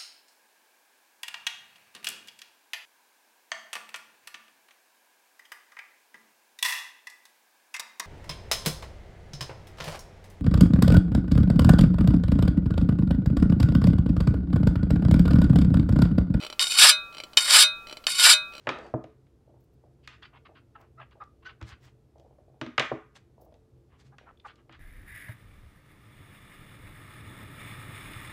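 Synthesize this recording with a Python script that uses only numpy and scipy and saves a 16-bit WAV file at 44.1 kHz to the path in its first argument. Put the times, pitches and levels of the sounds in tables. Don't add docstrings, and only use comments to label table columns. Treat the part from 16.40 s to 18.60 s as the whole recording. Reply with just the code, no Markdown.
import sys
import numpy as np
from scipy import signal
from scipy.fft import rfft, irfft
from scipy.io import wavfile
from scipy.ndimage import uniform_filter1d, minimum_filter1d

SR = 44100
rng = np.random.default_rng(int(sys.argv[2]) if len(sys.argv) > 2 else 0)


def persist_wave(psi):
    counts = np.round(np.clip(psi, -1, 1) * 32767).astype(np.int16)
    wavfile.write(sys.argv[1], SR, np.atleast_2d(counts).T)


N = 97020


def undb(db):
    return 10 ** (np.asarray(db) / 20)


def unit(x):
    return x / np.sqrt(np.mean(x ** 2))


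def unit_hit(x):
    return x / np.sqrt(np.mean(x[:SR // 100] ** 2))


def colour(x, points):
    hz, db = np.array(points, float).T
    size = 2 * N
    f = np.maximum(np.fft.rfftfreq(size, 1 / SR), 1)
    log_gain = np.log(undb(np.interp(np.log(f), np.log(hz), db)))
    cepstrum = irfft(log_gain)
    cepstrum[1:N] *= 2
    cepstrum[N + 1:] = 0
    return irfft(rfft(x, size) * np.exp(rfft(cepstrum)))[:N]


def resonate(x, modes):
    t = np.arange(SR // 6) / SR
    ring = np.zeros(len(t))
    for hz, width, db in modes:
        strength = rng.choice([-1, 1]) * undb(db) * width
        ring += strength * np.exp(-np.pi * width * t) * np.cos(2 * np.pi * hz * t)
    return signal.oaconvolve(x, ring)[:N]


def flutter(rate_hz):
    points = rng.standard_normal(N // 20)
    return unit(np.interp(np.arange(N) / SR * rate_hz, np.arange(N // 20), points))


def place(x, start_s):
    return np.concatenate([np.zeros(max(int(start_s * SR), 0)), x])[:N]


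# stone lands in seconds, stone leaves in seconds, relative level of the free ring in dB.
STROKE_TIMES = [(0.1967, 0.514, 0), (0.9694, 1.241, -.5), (1.666, 1.939, -.5)]
# time in seconds, level of the rasp in dB,
# level of the low grind in dB (both before the slopes and balance below).
SCRAPE_LEVELS = [
    [(0.196, -24, -25.5), (0.222, -23.5, -32), (0.228, -21.5, -35), (0.264, -36, -41.5),
     (0.272, -25.5, -64.5), (0.294, -38.5, -47), (0.31, -24.5, -54), (0.368, -29.5, -29.5),
     (0.39, -11, -32), (0.458, -8.5, -15), (0.484, -12, -22.5), (0.496, -3.5, -28.5), (0.512, -24.5, -38)],
    [(0.985, -16, -22), (1.001, -33.5, -35), (1.053, -30, -34), (1.093, -19.5, -23.5), (1.101, -15, -24.5),
     (1.165, -9.5, -17), (1.177, -10, -14), (1.193, -12, -22), (1.211, -9, -28), (1.217, -5, -33.5),
     (1.238, -18.5, -42)],
    [(1.675, -29, -29), (1.685, -28.5, -21), (1.703, -25, -52.5), (1.743, -37, -47), (1.753, -29.5, -55),
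     (1.763, -26.5, -49), (1.793, -22.5, -29), (1.799, -16.5, -31), (1.831, -14, -28), (1.837, -10, -33),
     (1.871, -6.5, -11.5), (1.925, -10.5, -31), (1.934, -14, -25.5)],
]
# frequency in Hz, relative level in dB per Hz.
RASP_SPECTRUM = [(1000, -44.5), (2000, -17.5), (2800, 2.5), (4000, 3.5), (5000, -3.5), (5700, -2),
                 (6500, -12.5), (7400, -2.5), (8400, 1.5), (9900, -7), (10900, -3.5), (11400, -13),
                 (12500, -10.5), (15500, -28.5)]
# frequency in Hz, relative level in dB per Hz.
GRIND_SPECTRUM = [(200, -23), (420, -39), (540, -10), (800, -7), (1000, -4), (1400, -0.5), (1800, 1),
                  (2600, -5.5), (4000, -43.5)]
# frequency in Hz, width in Hz, relative level in dB.
LIGHT_MODES = [(1130, 16, -9), (1430, 24, -3), (2190, 90, -10), (2510, 69, -9), (2990, 40, -1),
               (3710, 44, 1), (4400, 110, -4), (4620, 61, -5), (5090, 130, -6), (5450, 55, -6),
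               (6010, 55, -10), (7220, 30, -3.5), (7490, 66, -7), (8250, 55, -11), (8790, 68, -8),
               (9450, 89, -11), (10200, 69, -14), (10900, 140, -14), (12300, 150, -24), (15050, 90, -26)]
# frequency in Hz, width in Hz, relative level in dB.
HARD_MODES = [(927, 38, -10), (1236, 32, -3), (1441, 32, 0), (1720, 90, -4), (2290, 80, -4), (2745, 45, -1),
              (3055, 55, 1), (3376, 45, -4.5), (3720, 40, 1), (3855, 55, 2), (4040, 90, -2), (4610, 130, 0),
              (4946, 80, 0), (5090, 60, -1), (5454, 35, -2), (6005, 55, -5), (7204, 40, -2), (7461, 55, -1),
              (7992, 50, -2), (8291, 45, -2), (9300, 160, -6), (10163, 40, -4), (10865, 90, -6),
              (12530, 70, -12), (14000, 60, -19), (14550, 90, -19)]
LAND_S, RELEASE_S = 0.0032, 0.0013
JUDDER_HZ, JUDDER_DB = 110, 1.8
RASP_DB, GRIND_DB, LIGHT_DB, HARD_DB = -8.5, -4, -9.5, -4
FULL_DB, LIGHT_SLOPE, HARD_SLOPE = -7, 0.53, 1.68
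GRIND_FULL_DB, GRIND_SLOPE = -15.5, 1.28


def scraping(t):
    rasp, grind, light, hard = np.zeros((4, N))
    for (land, lift, _), rows in zip(STROKE_TIMES, SCRAPE_LEVELS):
        row_s, row_rasp_db, row_grind_db = np.array(rows).T
        contact = np.clip((t - land) / LAND_S, 0, 1) * np.exp(-np.maximum(t - lift, 0) / RELEASE_S)
        contact = contact * undb(JUDDER_DB * flutter(JUDDER_HZ))
        rasp_db = np.interp(t, row_s, row_rasp_db)
        grind_db = np.interp(t, row_s, row_grind_db)
        rasp += contact * undb(rasp_db)
        light += contact * undb(FULL_DB + LIGHT_SLOPE * (rasp_db - FULL_DB))
        hard += contact * undb(FULL_DB + HARD_SLOPE * (rasp_db - FULL_DB))
        grind += contact * undb(GRIND_FULL_DB + GRIND_SLOPE * (grind_db - GRIND_FULL_DB))
    rasp_sound = rasp * unit(colour(grit(), RASP_SPECTRUM))
    grind_sound = grind * unit(colour(grit(), GRIND_SPECTRUM))
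    direct = undb(RASP_DB) * rasp_sound + undb(GRIND_DB) * grind_sound
    blade = undb(LIGHT_DB) * rub(light, LIGHT_MODES) + undb(HARD_DB) * rub(hard, HARD_MODES)
    return direct + blade


GRIT_PER_S, GRIT_SPREAD_DB = 4500, 2
CHATTER_HZ, CHATTER_DB = 393.3, 1.5


def grit():
    caught = rng.random(N) < GRIT_PER_S / SR
    extra = np.minimum(rng.exponential(size=N), 2 * np.pi)
    push_or_pull = rng.choice([-1, 1], N)
    return caught * undb(GRIT_SPREAD_DB * extra) * push_or_pull * undb(CHATTER_DB * flutter(CHATTER_HZ))


MODE_WANDER_HZ, MODE_WANDER_DB = 27.815, 1.5


def rub(force, modes):
    push = grit() * force
    ring = np.zeros(N)
    for mode in modes:
        ring += resonate(push, [mode]) * undb(MODE_WANDER_DB * flutter(MODE_WANDER_HZ))
    return unit(ring) * np.sqrt(np.mean(force ** 2))


# start in seconds, level in dB.
KNOCK_HITS = [(.1945, -20.5), (.229, -30.5), (.2415, -27.5), (.269, -27.5), (.3215, -32.5), (.3875, -12),
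              (.422, -9), (.9725, -6.5), (1.668, -18.5), (1.7975, -21.5)]
# frequency in Hz, relative level in dB per Hz.
KNOCK_SPECTRUM = [(100, -21), (300, -16), (600, -5.5), (1400, -9.5), (2400, -8.5), (3000, 12.5),
                  (4000, -7.5), (5000, -3), (8000, -6), (11000, -16.5), (16000, -30.5)]
KNOCK_DECAY_S, CLINK_DAMP_S, CRACK_DB, CLINK_DB = 0.0025, .02, -7, -1.5
CLINK_CENTRE_HZ, CLINK_TILT_DB = 3080, -10


def knocks(t):
    modes = []
    for hz, width, db in LIGHT_MODES:
        octaves_away = abs(np.log2(hz / CLINK_CENTRE_HZ))
        modes.append((hz, width, db + CLINK_TILT_DB * octaves_away))
    out = np.zeros(N)
    for start_s, db in KNOCK_HITS:
        burst = rng.standard_normal(N) * np.exp(-t / KNOCK_DECAY_S)
        crack = unit_hit(colour(burst, KNOCK_SPECTRUM))
        clink = unit_hit(resonate(signal.unit_impulse(N), modes) * np.exp(-t / CLINK_DAMP_S))
        out += undb(db) * place(undb(CRACK_DB) * crack + undb(CLINK_DB) * clink, start_s)
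    return out


LOW_CUT_HZ = 260


def radiate(x):
    return signal.sosfilt(signal.butter(2, LOW_CUT_HZ, "high", fs=SR, output="sos"), x)


# frequency in Hz, relative level in dB as the stone leaves,
# time to fade by 60 dB in seconds.
FREE_BLADE_MODES = [(619, -44.5, .33), (958.5, -41, .34), (1167, -41.5, 1.25), (1366, -40, 1.15),
                    (2040, -38, .18), (2150, -40, .2), (1445.5, -29, .32), (1610, -33, .35),
                    (2262, -29, .13), (2525, -26, .57), (3070, -39, .18), (3714.5, -19, .275),
                    (3833, -27, .16), (4045, -22, .22), (4540, -40, .15), (4856, -40, .15),
                    (5685, -46, .14), (6002, -28.5, .1), (7074, -37, .09), (8177, -32, .1),
                    (8511, -40, .15), (10050, -49, .2), (10860, -34, .13)]
EARLIER_LIFT_S, EARLIER_RING_DB = -0.13, -7.5
RING_RISE_S = 0.013


def free_ring(t):
    lifts = [(EARLIER_LIFT_S, EARLIER_RING_DB)] + [(lift, db) for _, lift, db in STROKE_TIMES]
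    landings = [row[0] for row in STROKE_TIMES] + [t[-1]]
    out = np.zeros(N)
    for (lift, ring_db), land in zip(lifts, landings):
        age = np.maximum(t - lift, 0)
        swell = np.minimum(t - lift, 0) / RING_RISE_S
        damping = np.maximum(t - land, 0) / RELEASE_S
        free = np.exp(swell - damping)
        for hz, db, t60 in FREE_BLADE_MODES:
            level = undb(ring_db + db + rng.standard_normal())
            fade = np.exp(-np.log(1000) * age / t60)
            out += free * level * fade * np.sin(2 * np.pi * (hz * t + rng.random()))
    return out


# start in seconds, level in dB.
CREAK_TICKS = [(.002, -45), (.012, -40.5), (0.022, -40.5), (.027, -41), (0.0353, -36), (.048, -36),
               (0.065, -35.5), (.1, -37.5), (.126, -36), (.726, -49.5), (.741, -52), (.747, -43.5),
               (.769, -42), (.782, -37.5), (.801, -35.5), (0.8365, -36), (0.9328, -44.5), (1.47, -42),
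               (1.485, -46.5), (1.496, -41.5), (1.511, -41.5), (1.526, -36.5), (1.5698, -39), (1.64, -45),
               (2.123, -53), (2.136, -45.5), (2.151, -42), (2.166, -45), (2.18, -42), (2.195, -45)]
# frequency in Hz, width in Hz, relative level in dB.
CREAK_RESONANCES = [(602, 38, -6), (1347, 150, -7), (2513, 480, -8.5), (3028, 52, 0.5), (3560, 8, -38),
                    (4060, 77, -3), (4620, 110, -7.5), (5650, 70, -11), (7200, 71, -26.5), (9300, 40, -44),
                    (9250, 55, -28)]
# frequency in Hz, relative level in dB per Hz.
TICK_SPECTRUM = [(120, -24.5), (280, 4), (550, -2), (900, -2.5), (1800, -12), (2300, 0.5), (4900, -6.5),
                 (5300, -12.5), (5600, -11.5), (6600, -21.5), (7700, -9.5), (11000, -24.5), (16000, -25)]
TICK_DECAY_S, TICK_RISE_S, TICK_SNAP_DB, TICK_BODY_DB = .0038, .00075, -6, -3.5


def creaking(t):
    slips = np.zeros(N)
    for start_s, db in CREAK_TICKS:
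        slips[max(int(start_s * SR), 0)] += undb(db)
    rise = 1 - np.exp(-t / TICK_RISE_S)
    snap_shape = unit_hit(rise * np.exp(-t / TICK_DECAY_S))
    noise = unit(colour(rng.standard_normal(N), TICK_SPECTRUM))
    snaps = signal.fftconvolve(slips, snap_shape)[:N] * noise
    part_ring = unit_hit(rise * resonate(signal.unit_impulse(N), CREAK_RESONANCES))
    body = signal.fftconvolve(slips, part_ring)[:N]
    return undb(TICK_SNAP_DB) * snaps + undb(TICK_BODY_DB) * body


# frequency in Hz, relative level in dB.
LATE_SPECTRUM = [(300, -24.5), (800, -7), (1200, -11.5), (1650, -8.5), (1900, -4), (2130, 13), (2450, -0.5),
                 (3050, 0.5), (3400, -4.5), (4500, -8.5), (6000, -14.5), (12000, -22.5)]
# frequency in Hz, relative level in dB per Hz.
SHED_SPECTRUM = [(20, -3.5), (40, -6.5), (80, -9), (160, -12), (300, -11.5), (600, -12.5), (1300, -16.5),
                 (2000, -24.5), (4000, -25.5), (8000, -32.5), (16000, -32)]
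EARLY_T60_S, EARLY_DB, EARLY_DELAY_S = 0.095, -12, .004
LATE_T60_S, LATE_DB, SHED_DB = 0.18, -25.5, -56.5


def shed(x, t):
    early = place(rng.standard_normal(N) * np.exp(-np.log(1000) * t / EARLY_T60_S), EARLY_DELAY_S)
    late = colour(rng.standard_normal(N), LATE_SPECTRUM) * np.exp(-np.log(1000) * t / LATE_T60_S)
    room = undb(EARLY_DB) * early / np.linalg.norm(early) + undb(LATE_DB) * late / np.linalg.norm(late)
    echo = signal.fftconvolve(x, room)[:N]
    background = undb(SHED_DB) * unit(colour(rng.standard_normal(N), SHED_SPECTRUM))
    return x + echo + background


def scene():
    t = np.arange(N) / SR
    stone_on_blade = radiate(scraping(t) + knocks(t))
    return shed(stone_on_blade + free_ring(t) + creaking(t), t)[None]


CEILING, LIMIT_S, TOP_HZ = .93, .002, 15900


def record(dry):
    size = int(LIMIT_S * SR)
    needed_gain = CEILING / np.maximum(abs(dry), CEILING)
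    gain = uniform_filter1d(minimum_filter1d(needed_gain, size), size)
    top_cut = signal.ellip(10, .1, 60, TOP_HZ, fs=SR, output="sos")
    return signal.sosfiltfilt(top_cut, dry * gain)


dry = scene()
out = record(dry)
persist_wave(out)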